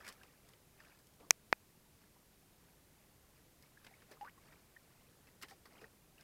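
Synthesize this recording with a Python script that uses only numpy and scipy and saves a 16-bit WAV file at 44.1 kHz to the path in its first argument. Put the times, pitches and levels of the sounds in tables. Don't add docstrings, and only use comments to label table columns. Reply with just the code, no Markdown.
import sys
import numpy as np
from scipy import signal
from scipy.fft import rfft, irfft
from scipy.io import wavfile
from scipy.ndimage import uniform_filter1d

SR = 44100
rng = np.random.default_rng(int(sys.argv[2]) if len(sys.argv) > 2 else 0)


def int16_out(signal):
    q = np.round(np.clip(np.atleast_2d(signal).T, -1, 1) * 32767)
    wavfile.write(sys.argv[1], SR, q.astype(np.int16))


N = 274743
TIME = np.arange(N) / SR

# (frequency [Hz], relative level [dB])
GULP_SPECTRUM = [(100, -14), (230, -3.5), (430, 0), (800, -3.5), (1100, -7.5), (1800, -28)]
SPLASH_SPECTRUM = [(600, -24), (1000, -4), (1450, -0.5), (1950, -1), (2700, -4), (3400, -15.5), (5000, -11),
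                   (6200, -24.5), (8000, -35.5)]
SPRAY_SPECTRUM = [(2400, -19.5), (3200, -4), (4100, -4.5), (5200, 0), (7000, -8.5), (8200, -4.5),
                  (9300, -10), (10700, -6.5), (13000, -11.5), (16000, -14)]


def from_db(db):
    return 10 ** (np.asarray(db) / 20)


def unit_rms(x):
    return x / np.sqrt(np.mean(x ** 2) + 1e-20)


def coloured(x, spectrum):
    hz, db = np.transpose(spectrum)
    log_hz = np.log(np.arange(N // 2 + 1) * SR / N + 1e-3)
    gain = from_db(np.interp(log_hz, np.log(hz), db, left=-60, right=-60))
    return unit_rms(irfft(rfft(x) * gain, N))


def cut(x, hz, kind, order):
    return signal.sosfilt(signal.butter(order, hz, kind, fs=SR, output="sos"), x + 1e-18)


def resonance(x, hz, width_hz):
    radius = np.exp(-np.pi * width_hz / SR)
    feedback = [1, -2 * radius * np.cos(2 * np.pi * hz / SR), radius ** 2]
    return signal.lfilter(np.array([1, 0, -1]) * (1 - radius ** 2) / 2, feedback, x + 1e-18)


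def grains(per_s, spread_db):
    sizes = from_db(spread_db * np.minimum(rng.exponential(1, N), 4)) * rng.choice([-1, 1], N)
    return sizes * (rng.random(N) < per_s / SR)


def froth(spectrum, per_s, spread_db, q, count=28):
    clicks, owner = grains(per_s, spread_db), rng.integers(0, count, N)
    pitches = np.geomspace(spectrum[0][0], spectrum[-1][0], count)
    ringing = sum(resonance(clicks * (owner == k), hz, hz / q) for k, hz in enumerate(pitches))
    swarm = coloured(ringing, spectrum)
    return swarm / np.sqrt(uniform_filter1d(swarm ** 2, size=900) + 1e-4)


def surge(age, rise_s, decay_s):
    return (1 - np.exp(-age / rise_s)) * np.exp(-age / decay_s)


def background(rumble_db, hiss_db):
    # (frequency [Hz], relative level [dB])
    rumble_spectrum = [(15, -1), (30, -2.5), (60, -0.5), (90, -2), (150, 0), (250, -7), (400, -11),
                       (800, -24.5), (2500, -38)]
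    hiss_spectrum = [(100, 3), (2500, 0.5), (5000, -0.5), (8000, -.5), (14000, 0), (15500, -4),
                     (16200, -14)]
    rumble = from_db(rumble_db) * coloured(rng.standard_normal(N), rumble_spectrum)
    hiss = from_db(hiss_db) * coloured(rng.standard_normal(N), hiss_spectrum)
    return rumble + hiss


def swell_envelopes(calm_deep_db, calm_light_db):
    # (crest time [s], length [s], deep level [dB], light level [dB])
    swells = [(.008, 0.025, -68, -61.5), (0.076, .045, -70, -59), (0.222, 0.14, -75, -71.5),
              (0.488, 0.057, -74.5, -73.5), (0.86, 0.082, -75.5, -67.5), (1.235, 0.034, -66, -82),
              (2.038, 0.029, -82, -74.5), (2.673, 0.065, -80.5, -77.5), (2.998, .12, -84, -78.5),
              (3.368, .03, -88, -74.5), (3.647, 0.034, -80, -72.5), (3.897, 0.14, -78, -72.5),
              (4.117, 0.031, -68, -70.5), (4.492, 0.094, -74, -69.5), (4.997, 0.37, -79.5, -77.5),
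              (5.781, 0.079, -68.5, -68.5), (6.207, .03, -79, -68.5)]
    deep_power, light_power = from_db(calm_deep_db) ** 2, from_db(calm_light_db) ** 2
    for crest, length, deep_db, light_db in swells:
        width_s = length * np.where(TIME < crest, 0.76, 0.89)
        shape = np.exp(-((TIME - crest) / width_s) ** 2)
        deep_power += from_db(deep_db) ** 2 * shape
        light_power += from_db(light_db) ** 2 * shape
    return np.sqrt(deep_power), np.sqrt(light_power)


def wash(deep, light, deep_gain_db, light_gain_db, fizz_gain_db):
    large = from_db(deep_gain_db) * deep * froth(GULP_SPECTRUM, per_s=1000, spread_db=3, q=18)
    small = from_db(light_gain_db) * light * froth(SPLASH_SPECTRUM, per_s=1200, spread_db=2.5, q=20)
    fizz = from_db(fizz_gain_db) * light * coloured(grains(per_s=900, spread_db=4), SPRAY_SPECTRUM)
    return large + small + fizz


def bubbles(rows, gain_db, life_cycles, roughness, octaves_per_life=0.056, unrest_hz=200, steady_db=-45):
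    out = np.zeros(N)
    unrest = unit_rms(cut(rng.standard_normal((2, N)), unrest_hz, "low", order=2))
    for start, db, hz in rows:
        life_s = life_cycles / hz
        span = slice(*np.searchsorted(TIME, [start, start + 2 * life_s]))
        lives = (TIME[span] - start) / life_s
        envelope = lives * np.exp(-(2.07 * lives) ** 2)
        phase = 2 * np.pi * np.cumsum(hz * 2 ** (octaves_per_life * lives)) / SR
        shake = roughness * from_db((steady_db - db) / 2)
        in_phase, quadrature = shake * unrest[:, span]
        note = (np.sin(phase) * (1 + in_phase) + np.cos(phase) * quadrature) / np.sqrt(1 + 2 * shake ** 2)
        out[span] += from_db(db + gain_db) * envelope / envelope.max(initial=1e-9) * note
    return out


def plops():
    # (time [s], relative peak level [dB], starting frequency [Hz])
    pockets = [(.004, -55, 1266), (.211, -57, 1550), (.801, -55, 1750), (.915, -63, 2300),
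               (2.156, -66, 956), (3.635, -65, 2130), (3.77, -57, 1640), (3.905, -64, 745),
               (3.938, -56, 2180), (4.165, -62, 1200), (4.375, -61, 1070), (4.763, -50, 1800),
               (5.283, -66, 1950), (5.513, -56.5, 771), (5.814, -60, 440), (5.841, -53.5, 1817),
               (6.18, -58, 2750)]
    return bubbles(pockets, gain_db=0.5, life_cycles=23.3, roughness=0.21)


def trickle(light, gain_db, spread_db, low_hz, high_hz, count):
    when, weakness, pitch = rng.random((count, 3)).T
    rows = zip(when * N / SR, -spread_db * weakness, low_hz * (high_hz / low_hz) ** pitch)
    return light * bubbles(rows, gain_db, life_cycles=12.4, roughness=0)


def slaps(gulp_gain_db, splash_gain_db, pocket_gain_db, pocket_q, rise_s, fine_from_db):
    # (time [s], relative level [dB], brightness [dB], splash decay time [s], pocket frequency [Hz])
    wavelets = [(.046, -55.5, -2, 0.016, 2220), (.064, -54, -2, 0.01, 1540), (0.075, -50, -0.5, .018, 1840),
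                (.232, -58, -4.5, 0.0091, 1220), (0.534, -60.5, -4, .005, 3050),
                (.801, -63, -10, 0.013, 1760), (1.199, -65, -28, 0.015, 519),
                (3.845, -60.5, 1, 0.011, 1700), (3.865, -52, -12, 0.0078, 2540),
                (4.019, -59.5, -14.5, 0.0074, 2100), (4.112, -57.5, -3.5, 0.019, 572),
                (4.21, -58.5, -8, 0.0069, 2800), (4.245, -61, -29, 0.018, 1490),
                (4.523, -60, -8, .0085, 1850), (5.269, -65.5, -4, 0.017, 2620),
                (5.414, -60.5, 7.5, .01, 1840), (5.424, -49.5, -2, 0.013, 2800),
                (5.432, -49, -9, 0.011, 1960), (5.483, -63.5, 4.5, .035, 1790),
                (5.509, -58, -1, 0.013, 765), (5.654, -58, -4.5, 0.015, 1066),
                (5.814, -60.5, -5, 0.02, 433), (5.842, -53.5, -16.5, 0.0052, 1810),
                (6.208, -65, 6, 0.0066, 1650)]
    gulp_power, splash_power, spray_power, pockets = np.zeros((4, N))
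    for start, splash_db, brightness_db, decay_s, hz in wavelets:
        gulp_db = splash_db - 0.23 * brightness_db - 4 * np.log2(hz / 500.4)
        span = (TIME >= start) & (TIME < start + .2)
        age = TIME[span] - start
        gulp_power[span] += (from_db(gulp_db) * surge(age / 1.8, rise_s, decay_s)) ** 2
        splash_power[span] += (from_db(splash_db) * surge(age, rise_s, decay_s)) ** 2
        spray_power[span] += (from_db(splash_db + brightness_db) * surge(age / 0.86, rise_s, decay_s)) ** 2
        ringing = resonance(rng.standard_normal(len(age)), hz, hz / pocket_q)
        note = np.cos(np.angle(signal.hilbert(ringing)))
        pocket_db = np.interp(hz, [700, 1300], [gulp_db + gulp_gain_db, splash_db])
        pockets[span] += from_db(pocket_db + pocket_gain_db) * surge(age, rise_s, decay_s) * note
    fine = coloured(grains(per_s=5300, spread_db=6.5), SPRAY_SPECTRUM)
    coarse = cut(coloured(grains(per_s=6100, spread_db=0), SPRAY_SPECTRUM), 5640, "low", order=6)
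    fine_share = spray_power / (spray_power + from_db(fine_from_db) ** 2)
    spray = np.sqrt(spray_power) * (np.sqrt(fine_share) * fine + np.sqrt(1 - fine_share) * coarse)
    gulp = np.sqrt(gulp_power) * froth(GULP_SPECTRUM, per_s=1000, spread_db=1.5, q=12)
    splash = np.sqrt(splash_power) * froth(SPLASH_SPECTRUM, per_s=1400, spread_db=2.5, q=22)
    return from_db(gulp_gain_db) * gulp + from_db(splash_gain_db) * splash + spray + pockets


def spray_ticks(rise_s, decay_s):
    # (time [s], level [dB])
    flecks = [(0.087, -44.5), (.125, -53.5), (0.488, -57), (.989, -60.5), (1.069, -63), (1.137, -63),
              (3.625, -59), (5.429, -46)]
    envelope = sum(from_db(db) * surge(np.maximum(TIME - start, 0), rise_s, decay_s) for start, db in flecks)
    return envelope * coloured(grains(per_s=9000, spread_db=3.5), SPRAY_SPECTRUM)


def knocks(bass_cut_hz):
    # (time [s], impulse level [dB], part struck)
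    blows = [(1.3076, -0.5, "hard"), (1.5275, -0.5, "dull")]
    # (frequency [Hz], bandwidth [Hz], gain [dB])
    hard_modes = [(560.0, 1700, 11.5), (1200, 980.0, 15), (1990.0, 280, 13.5), (2411, 270, 15.5),
                  (4540.0, 280.0, 7.5), (5273, 400, 14), (6310.0, 730, 18.5), (8550, 440.0, -2.0),
                  (9980.0, 1630.0, 0.5), (13080.0, 1080.0, -0.5), (13710.0, 650.0, 2.5)]
    dull_modes = [(440.0, 1320.0, 16), (1200, 1345, 20.0), (1840, 690, 19), (2490, 133, 5.5),
                  (3990.0, 2240, -5.5), (5070.0, 1640.0, -3.5), (7900, 450, -22), (12210, 450.0, -15.5)]
    out = np.zeros(N)
    for start, impulse_db, part in blows:
        impulse = np.zeros(N)
        impulse[round(start * SR)] = from_db(impulse_db)
        for k, (hz, width_hz, db) in enumerate(hard_modes if part == "hard" else dull_modes):
            out += (-1) ** k * from_db(db) * resonance(impulse, hz, width_hz)
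    return cut(out, bass_cut_hz, "high", order=1)


def gurgle(start_s, hold_s, climb_s, hz, climb_octaves, flare_hz, throb_hz, churn_db, fizz_db):
    age = TIME - start_s
    held = np.clip(age / hold_s, 0, 1)
    climbed = np.clip((age - hold_s) / climb_s, 0, 1)
    octaves = climb_octaves * climbed ** 1.25
    flare = np.exp(-((octaves - np.log2(flare_hz / hz)) / 0.23) ** 2)
    level_db = np.where(held < 1, -46 + 3.5 * held, -49.5 - 15 * climbed + 9 * flare)
    gate = np.clip(np.minimum(age, hold_s + climb_s - age) / .0012, 0, 1)
    envelope = from_db(level_db) * gate
    squeeze = np.minimum(2 ** octaves - 1, .5)
    shudder, waver = squeeze * unit_rms(cut(rng.standard_normal((2, N)), 450, "low", order=2))
    pitch_hz = hz * 2 ** (octaves + 0.28 * waver)
    throb = 1 + 0.98 * squeeze * np.cos(2 * np.pi * throb_hz * (age - hold_s))
    note = envelope * throb * (1 + 0.63 * shudder) * np.sin(2 * np.pi * np.cumsum(pitch_hz) / SR)
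    activity = envelope / envelope.max()
    churn = cut(froth(SPLASH_SPECTRUM, per_s=1800, spread_db=9, q=4.4), 1250, "low", order=2)
    fizz = coloured(grains(per_s=570, spread_db=1), SPRAY_SPECTRUM)
    return note + from_db(churn_db) * activity ** 0.18 * churn + from_db(fizz_db) * activity * fizz


def scene():
    deep, light = swell_envelopes(calm_deep_db=-78, calm_light_db=-82)
    water = wash(deep, light, deep_gain_db=1, light_gain_db=-1, fizz_gain_db=-12.5)
    water += slaps(gulp_gain_db=-3, splash_gain_db=-1.5, pocket_gain_db=1.5, pocket_q=18,
                   rise_s=0.00098, fine_from_db=-67)
    water += spray_ticks(rise_s=0.00035, decay_s=0.0039) + plops()
    water += trickle(light, gain_db=10, spread_db=13, low_hz=1700, high_hz=5600, count=130)
    water += gurgle(start_s=4.2103, hold_s=.022, climb_s=0.07, hz=820, climb_octaves=1.62,
                    flare_hz=1630, throb_hz=93.5, churn_db=-62.5, fizz_db=-73)
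    return (water + knocks(bass_cut_hz=110) + background(rumble_db=-70.5, hiss_db=-71.5))[None]


def record(dry):
    return signal.sosfilt(signal.cheby2(14, 60, 16850, fs=SR, output="sos"), dry)


dry = scene()
out = record(dry)
int16_out(out)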